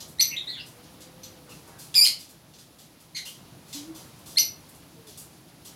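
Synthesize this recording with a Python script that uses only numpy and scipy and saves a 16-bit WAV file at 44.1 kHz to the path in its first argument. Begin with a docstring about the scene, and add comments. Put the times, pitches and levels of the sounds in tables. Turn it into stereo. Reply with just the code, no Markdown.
"""Small parrots in a wire cage, heard by two microphones in a small hard room, the right one facing the cage.
A scratch opens, then a shrill near chirp of cracking harmonics; birds further off twitter in gliding tones.
A faint dove-like hoot follows, a wavering sine, then a rough near squawk and later a softer croak.
A lower, louder hoot drifts in before a second chirp, and a last faint hoot comes near the end.
Claws and beaks rattle as bursts of clicks throughout, over shaped noise for the house's low rumble and hiss."""
import sys
import numpy as np
from scipy import signal
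from scipy.fft import rfft, irfft
from scipy.io import wavfile
from scipy.ndimage import uniform_filter1d

SR = 44100
rng = np.random.default_rng(int(sys.argv[2]) if len(sys.argv) > 2 else 0)


def natural_amplitude(level_db):
    """Convert a level in decibels to a linear amplitude factor, elementwise."""
    exponent = np.asarray(level_db, float) / 20
    return 10 ** exponent


def wrap_up_sound(samples):
    """Save the sound to the file named by the first command line argument, as 16-bit audio."""
    columns = np.atleast_2d(samples).T
    # keep every value between -1 and 1, then stretch to whole-number steps
    tamed = np.clip(columns, -1, 1)
    steps = np.round(tamed * 32767).astype(np.int16)
    wavfile.write(sys.argv[1], SR, steps)


N = 253575
TIME = np.arange(N) / SR  # s

# Harmonics 1, 2, .. of each voice, relative to one another: level/dB
CHIRP_DB = [-17, 0, -30, -16, -16, -39]
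WHISTLE_DB = [0.5, -6]
SQUAWK_DB = [-16.5, 2, -13.5, -10, -12, -20.5]
CROAK_DB = [-1.5, 6, -1.5, -12, -10, -13.5]
TWITTER_DB = [8.5, -15.5]
# One near chirp: the clear note, a jump up, a crack
# (t/s from the clear note, f/Hz, level/dB relative to the chirp, roughness/0-1)
CHIRP = [(-.0002, 2090, -8, 0.1), (.006, 2120, -1.5, .05), (.009, 2150, -1.5, 0), (.0105, 2420, -6, 0.4),
         (.014, 2420, -3, .6), (.018, 1814, 3, 0.73)]
# Faint blip ahead of the chirp's note, same columns
LEAD_IN = [(-.011, 1823, -25.5, 0.58), (-.003, 1900, -32, 0.53)]
# Near chirps (t/s of the clear note, level/dB)
CHIRPS = [(.195, -13.5), (4.370, -12.5)]
# Near high whistles, ending a chirp or alone (t/s, length/s, start f/Hz, level/dB)
WHISTLES = [(0.211, 0.022, 6040, -17), (1.232, 0.016, 6090, -42.5), (4.390, 0.0232, 6000, -17.5)]
# Near long squawk and softer croak (t/s, f/Hz, level/dB, roughness/0-1, held at 1 above that)
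SQUAWK = [(1.941, 1842, -26, 1), (1.950, 1812, -30, 0.6), (1.954, 2514, -17.5, 0.4),
          (1.975, 2420, -15, 0.36), (1.990, 2348, -14, 0.12), (2.002, 2355, -11.5, 0.03),
          (2.009, 2360, -26.5, 0), (2.017, 2480, -15.5, 0.28), (2.044, 2440, -17, 0.43),
          (2.057, 2384, -18.5, 0.77), (2.063, 2123, -25.5, 0), (2.066, 2117, -10, 0.01),
          (2.069, 2190, -38.5, 0.3), (2.072, 2216, -19, 0.42), (2.076, 2060, -9.5, 1.1)]
CROAK = [(3.147, 2143, -37, 0.33), (3.172, 2131, -31, 0.77), (3.185, 2087, -34.5, 0.69),
         (3.202, 2007, -41, 0.56)]
# Breath noise of a cracked voice, relative spectrum (f/Hz, level/dB)
RASP = [(1800, -26), (3000, 2.5), (4500, -5), (8000, -7), (12500, -9.5), (13800, -51)]
# Twitter of birds further off (t/s, length/s, start f/Hz, end f/Hz, level/dB)
TWITTER = [(0.299, 0.052, 2263, 2063, -46.5), (0.312, 0.034, 2770, 2525, -42),
           (0.362, 0.013, 3157, 4014, -32.5), (0.365, 0.02, 3885, 3590, -37.5),
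           (0.473, 0.023, 1923, 2034, -50.5), (0.469, 0.021, 3800, 3900, -38),
           (0.48, 0.024, 3930, 4490, -38), (0.522, 0.0416, 3557, 3326, -43.5),
           (0.568, 0.047, 3340, 5380, -50), (0.548, 0.033, 2490, 1418, -54),
           (0.577, 0.024, 3000, 2620, -44.5), (1.491, 0.04, 2940, 2500, -58.5),
           (1.715, 0.06, 1710, 1570, -64), (3.256, 0.0263, 2657, 3370, -45),
           (3.351, 0.011, 3170, 3240, -69)]
# Claws and beaks on wire and seed (t/s, level/dB, treble share of the power/0-1, fade time/s)
SCRATCHES = [(.002, -39.5, 0.26, 0.014), (0.077, -52.5, 0.96, 0.026), (0.658, -52, 0.68, 0.027),
             (0.839, -50.5, 0, 0.0074), (1.003, -49, 0.5, 0.019), (1.231, -46, 0.05, 0.019),
             (1.491, -53, 0.4, 0.063), (1.673, -52, 0.8, 0.012), (1.785, -48.5, 0.58, 0.064),
             (2.188, -48.5, 0.4, 0.038), (2.288, -51, 0.77, 0.015), (2.535, -55.5, 0.08, 0.026),
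             (2.582, -54.5, 0.38, 0.034), (2.783, -52.5, 0.4, 0.035), (3, -56.5, 0.57, 0.0237),
             (3.25, -43.5, 0.5, 0.043), (3.68, -54.5, 0.4, 0.067), (3.726, -38.5, 0.17, 0.036),
             (3.946, -50.5, 0.47, 0.07), (4.186, -52, 1, 0.0074), (4.257, -50, 0.6, 0.1),
             (4.686, -48, 0.96, 0.0075), (4.746, -54.5, 0.84, 0.016), (5.066, -51.5, 0.4, 0.058),
             (5.172, -44.5, 0.89, 0.032), (5.647, -45, 0.45, 0.029)]
# Dull knocks of the perch (t/s, level/dB)
KNOCKS = [(.002, -61.5), (1.462, -57.5), (1.671, -56), (1.946, -52.5), (3.252, -63), (3.727, -59.5),
          (3.945, -60.5), (4.036, -64), (4.26, -60.5), (5.648, -62)]
# Hoots, one curve each (t/s, f/Hz, level/dB before the waver)
HOOTS = [
    [(.72, 472, -58), (.95, 512, -65.5), (1.3, 516.6, -58), (1.55, 483, -63)],
    [(3.74, 285, -42), (3.84, 292.4, -40.5), (3.87, 329, -51), (3.91, 321, -34), (3.943, 322, -53),
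     (3.962, 318, -40), (4.0, 332, -64)],
    [(4.95, 455, -62), (5.0, 456, -55), (5.035, 452, -66), (5.11, 420, -50)],
]
# House noise, relative spectrum per Hz (f/Hz, level/dB)
HOUSE = [(28, -33.5), (48, -10.5), (161, 1), (211, -5.5), (311, -3.5), (406, -10.5), (709, -10),
         (1820, -17), (4480, -16), (8830, -23.5), (9970, -17), (13700, -24), (15800, -27)]
# Likeness of the house noise at the two microphones (f/Hz, correlation/0-1)
LIKENESS = [(60, 0.7), (130, 0.99), (290, 0.89), (640, 0.51), (1410, 0.18), (3100, 0), (6820, 0),
            (15000, 0)]
# Relative swell of the house noise at 30 Hz (t/s, level/dB)
RUMBLE = [(0, 8.5), (1.9, 8.5), (2.2, 3.5), (3.3, 3.5), (3.5, 8.5), (4.3, 9), (5.75, 5.5)]
# Decay of the room by 60 dB (f/Hz, time/s)
ROOM_T60 = [(500, 0.65), (2000, 0.32), (4500, 0.27), (8000, 0.27), (14000, 0.18)]
# Colour of the microphone pair (f/Hz, left minus right level/dB)
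MIC_TILT = [(200, 0), (380, 3), (700, 0), (2400, -2.5), (4400, -5), (7000, -5.5), (10000, 5.5),
            (15000, 9.5)]


def near_birds():
    """Chirps, whistles, a squawk and a croak from the cage; the right microphone faces it."""
    edge_s, sag_hz_per_s, whistle_rough = .002, 8000, 0.3
    out = syrinx(SQUAWK, SQUAWK_DB, edge_s) + syrinx(CROAK, CROAK_DB, edge_s)
    for s, db in CHIRPS:
        placed = [s, 0, db, 0]
        out += syrinx(np.add(CHIRP, placed), CHIRP_DB, edge_s)
        out += syrinx(np.add(LEAD_IN, placed), CROAK_DB, edge_s)
    for s, length, hz, db in WHISTLES:
        end_hz = hz - sag_hz_per_s * length
        curve = [(s, hz, db, whistle_rough), (s + length, end_hz, db, whistle_rough)]
        out += syrinx(curve, WHISTLE_DB, edge_s)
    return room(out, wet_db=-2.0, gap_s=.009, left_db=-2.0)


def syrinx(curve, harmonics_db, edge_s):
    """Harmonic tone on a curve; half rough it throbs most, then its pitch breaks up and air rasps."""
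    s, *columns = np.transpose(curve)
    span = slice(int(s[0] * SR), int(s[-1] * SR))
    t = TIME[span]
    hz, db, rough = (np.interp(t, s, c) for c in columns)
    rough = np.clip(rough, 0, 1)
    broken_hz = hz * (1 + 0.1955 * rough ** 3 * walk(1200., len(t)))
    phase = 2 * np.pi * np.cumsum(broken_hz) / SR
    tone = sum(natural_amplitude(h) * np.sin((k + 1) * phase + k * k) for k, h in enumerate(harmonics_db))
    rasp = colour(rng.standard_normal(len(t)), RASP)
    air = 2.53 * rough ** 4
    # throb at 250 Hz with a wandering phase
    throb = np.sin(2 * np.pi * (250. * t + rng.random()) + 0.73 * walk(225.0, len(t)))
    depth = np.clip(2.5 * rough * (1 - rough), 0, .62)
    voice = (tone + air * rasp / np.std(rasp)) * (1 + depth * throb)
    # roughness leaves the power alone
    voice = voice / np.sqrt((np.var(tone) + air ** 2) * (1 + depth ** 2 / 2))
    edges = np.clip(np.minimum(t - s[0], s[-1] - t) / edge_s, 0, 1)
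    out = np.zeros(N)
    out[span] = natural_amplitude(db) * voice * edges
    return out


def scratches():
    """Each scrape or knock is a short rattle of tiny clicks, strongest at first contact."""
    knock_s = 0.062
    # uneven grain sizes make the noise crackle
    grains = rng.standard_normal((3, N)) * natural_amplitude(2.19 * rng.exponential(size=N))
    treble = band(grains[0], 6900, 13000)
    wire = band(grains[1], 3130, 6870)
    perch = band(grains[2], 270, 1200)
    out = perch * sum(natural_amplitude(db) * bite(s, knock_s) for s, db in KNOCKS)
    for s, db, share, length in SCRATCHES:
        share = np.clip(share, 0, 1)
        scrape = np.sqrt(share) * treble + np.sqrt(1 - share) * wire
        out += natural_amplitude(db) * bite(s, length) * scrape
    return room(out, wet_db=5.0, gap_s=0.00098, left_db=1.5)


def bite(s, length):
    """Contact that takes hold over 4 ms, under an exponential fade."""
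    t = np.maximum(TIME - s, 0)
    return np.clip(t / .004, 0, 1) * np.exp(-t / max(length, .002))


def far_birds():
    """Almost pure gliding whistles from further off, heard mostly by way of the walls."""
    rough = 0.41
    out = np.zeros(N)
    for s, length, start_hz, end_hz, db in TWITTER:
        curve = [(s, start_hz, db, rough), (s + length, end_hz, db, rough)]
        out += syrinx(curve, TWITTER_DB, edge_s=.003)
    return room(out, wet_db=4.0, gap_s=0.0031, left_db=-2.5)


def hoots():
    """Soft pure tones, alike at both microphones, that waver in level by about 3 dB."""
    out = np.zeros(N)
    for table in HOOTS:
        s, hz, db = np.transpose(table)
        fade = np.clip(np.minimum(TIME - s[0], s[-1] - TIME) / 0.015, 0, 1)
        phase = 2 * np.pi * np.cumsum(np.interp(TIME, s, hz)) / SR
        out += fade * natural_amplitude(np.interp(TIME, s, db)) * np.sin(phase)
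    return np.sqrt(2) * out * natural_amplitude(3 * walk(30., N))


def house():
    """Rumble and hiss; octave bands drift alone, the bass is alike at both microphones."""
    house_db = -50  # rms of the pair
    hz = np.fft.rfftfreq(N, 1 / SR)
    like = np.clip(at(LIKENESS, hz), -.9, .99)
    # unequal mid and side powers set the likeness
    mid = irfft(rfft(rng.standard_normal(N)) * np.sqrt(1 + like), N)
    side = irfft(rfft(rng.standard_normal(N)) * np.sqrt(1 - like), N)
    pair = colour(np.array([mid + side, mid - side]), HOUSE)
    spectrum = rfft(pair)
    octave = np.log2(np.maximum(hz, 1) / 30)
    swell_db = np.interp(TIME, *np.transpose(RUMBLE))
    out = np.zeros((2, N))
    for k in range(10):
        octave_band = irfft(spectrum * np.clip(1 - abs(octave - k), 0, 1), N)
        # the swell in dB shrinks to about half in the top octave
        drift_db = 1.0 * walk(31.0, N) + max(1 - k / 18.5, 0) * swell_db
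        out += octave_band * natural_amplitude(drift_db)
    return out * natural_amplitude(house_db) / np.std(out)


def room(x, wet_db, gap_s, left_db):
    """Direct sound, then a dense tail that builds after the first wall and dies faster in the treble."""
    t = np.arange(SR // 2) / SR
    tail = np.zeros((2, len(t)))
    for f in 100 * 2 ** np.arange(0, 8.):  # lower edge of each octave, Hz
        noise = band(rng.standard_normal((2, len(t))), f, 2 * f)
        decay = natural_amplitude(-60 * t / at(ROOM_T60, 1.4 * f))
        tail += noise * np.sqrt(4 * f / SR) * decay
    build_up = np.clip(t / gap_s, 0, 1) ** 2
    tail = tail * build_up * natural_amplitude(wet_db) / np.sqrt(SR / 50)
    tail[:, 0] = natural_amplitude(left_db), 1  # direct sound, left and right
    tail[0, :2] = tail[0, 1::-1].copy()  # it reaches the left microphone one sample later
    return signal.fftconvolve(x[None], tail, axes=1)[:, :N]


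def at(table, hz):
    """Read a (f/Hz, value) table on a log-frequency axis."""
    f, v = np.transpose(table)
    return np.interp(np.log(np.maximum(hz, 1)), np.log(f), v)


def colour(x, table):
    """Shape a spectrum by a (f/Hz, level/dB) table."""
    size = x.shape[-1]
    return irfft(rfft(x) * natural_amplitude(at(table, np.fft.rfftfreq(size, 1 / SR))), size)


def band(x, lo_hz, hi_hz):
    """Band-pass scaled to unit rms."""
    sos = signal.butter(2, [lo_hz, min(hi_hz, .45 * SR)], "band", fs=SR, output="sos")
    y = signal.sosfilt(sos, x)
    return y / np.std(y)


def walk(rate, size):
    """Smooth random wander of spread 1, averaged twice over 1/rate seconds."""
    k = max(int(SR / rate), 2)
    w = uniform_filter1d(uniform_filter1d(rng.standard_normal(size), k), k)
    return w * np.sqrt(1.5 * k)


def scene():
    """Birds, cage noises and house together."""
    return near_birds() + far_birds() + scratches() + hoots() + house()


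def low_pass(x):
    """Removes everything above the highest recorded frequency."""
    return signal.sosfilt(signal.butter(12, 16090, fs=SR, output="sos"), x)


def record(dry):
    """The two microphones differ in colour: right is stronger at 4 kHz, left at the top."""
    hz, db = np.transpose(MIC_TILT)
    left = colour(dry[0], np.c_[hz, db / 2])
    right = colour(dry[1], np.c_[hz, -db / 2])
    x = np.array([left, right])
    x = x / (1 + x ** 6) ** (1 / 6)  # the input stage rounds only the loudest peaks
    top_cut = signal.ellip(8, .2, 60, 16000, fs=SR, output="sos")
    mix = signal.sosfilt(top_cut, x)
    return low_pass(mix)


dry = scene()
out = record(dry)
wrap_up_sound(out)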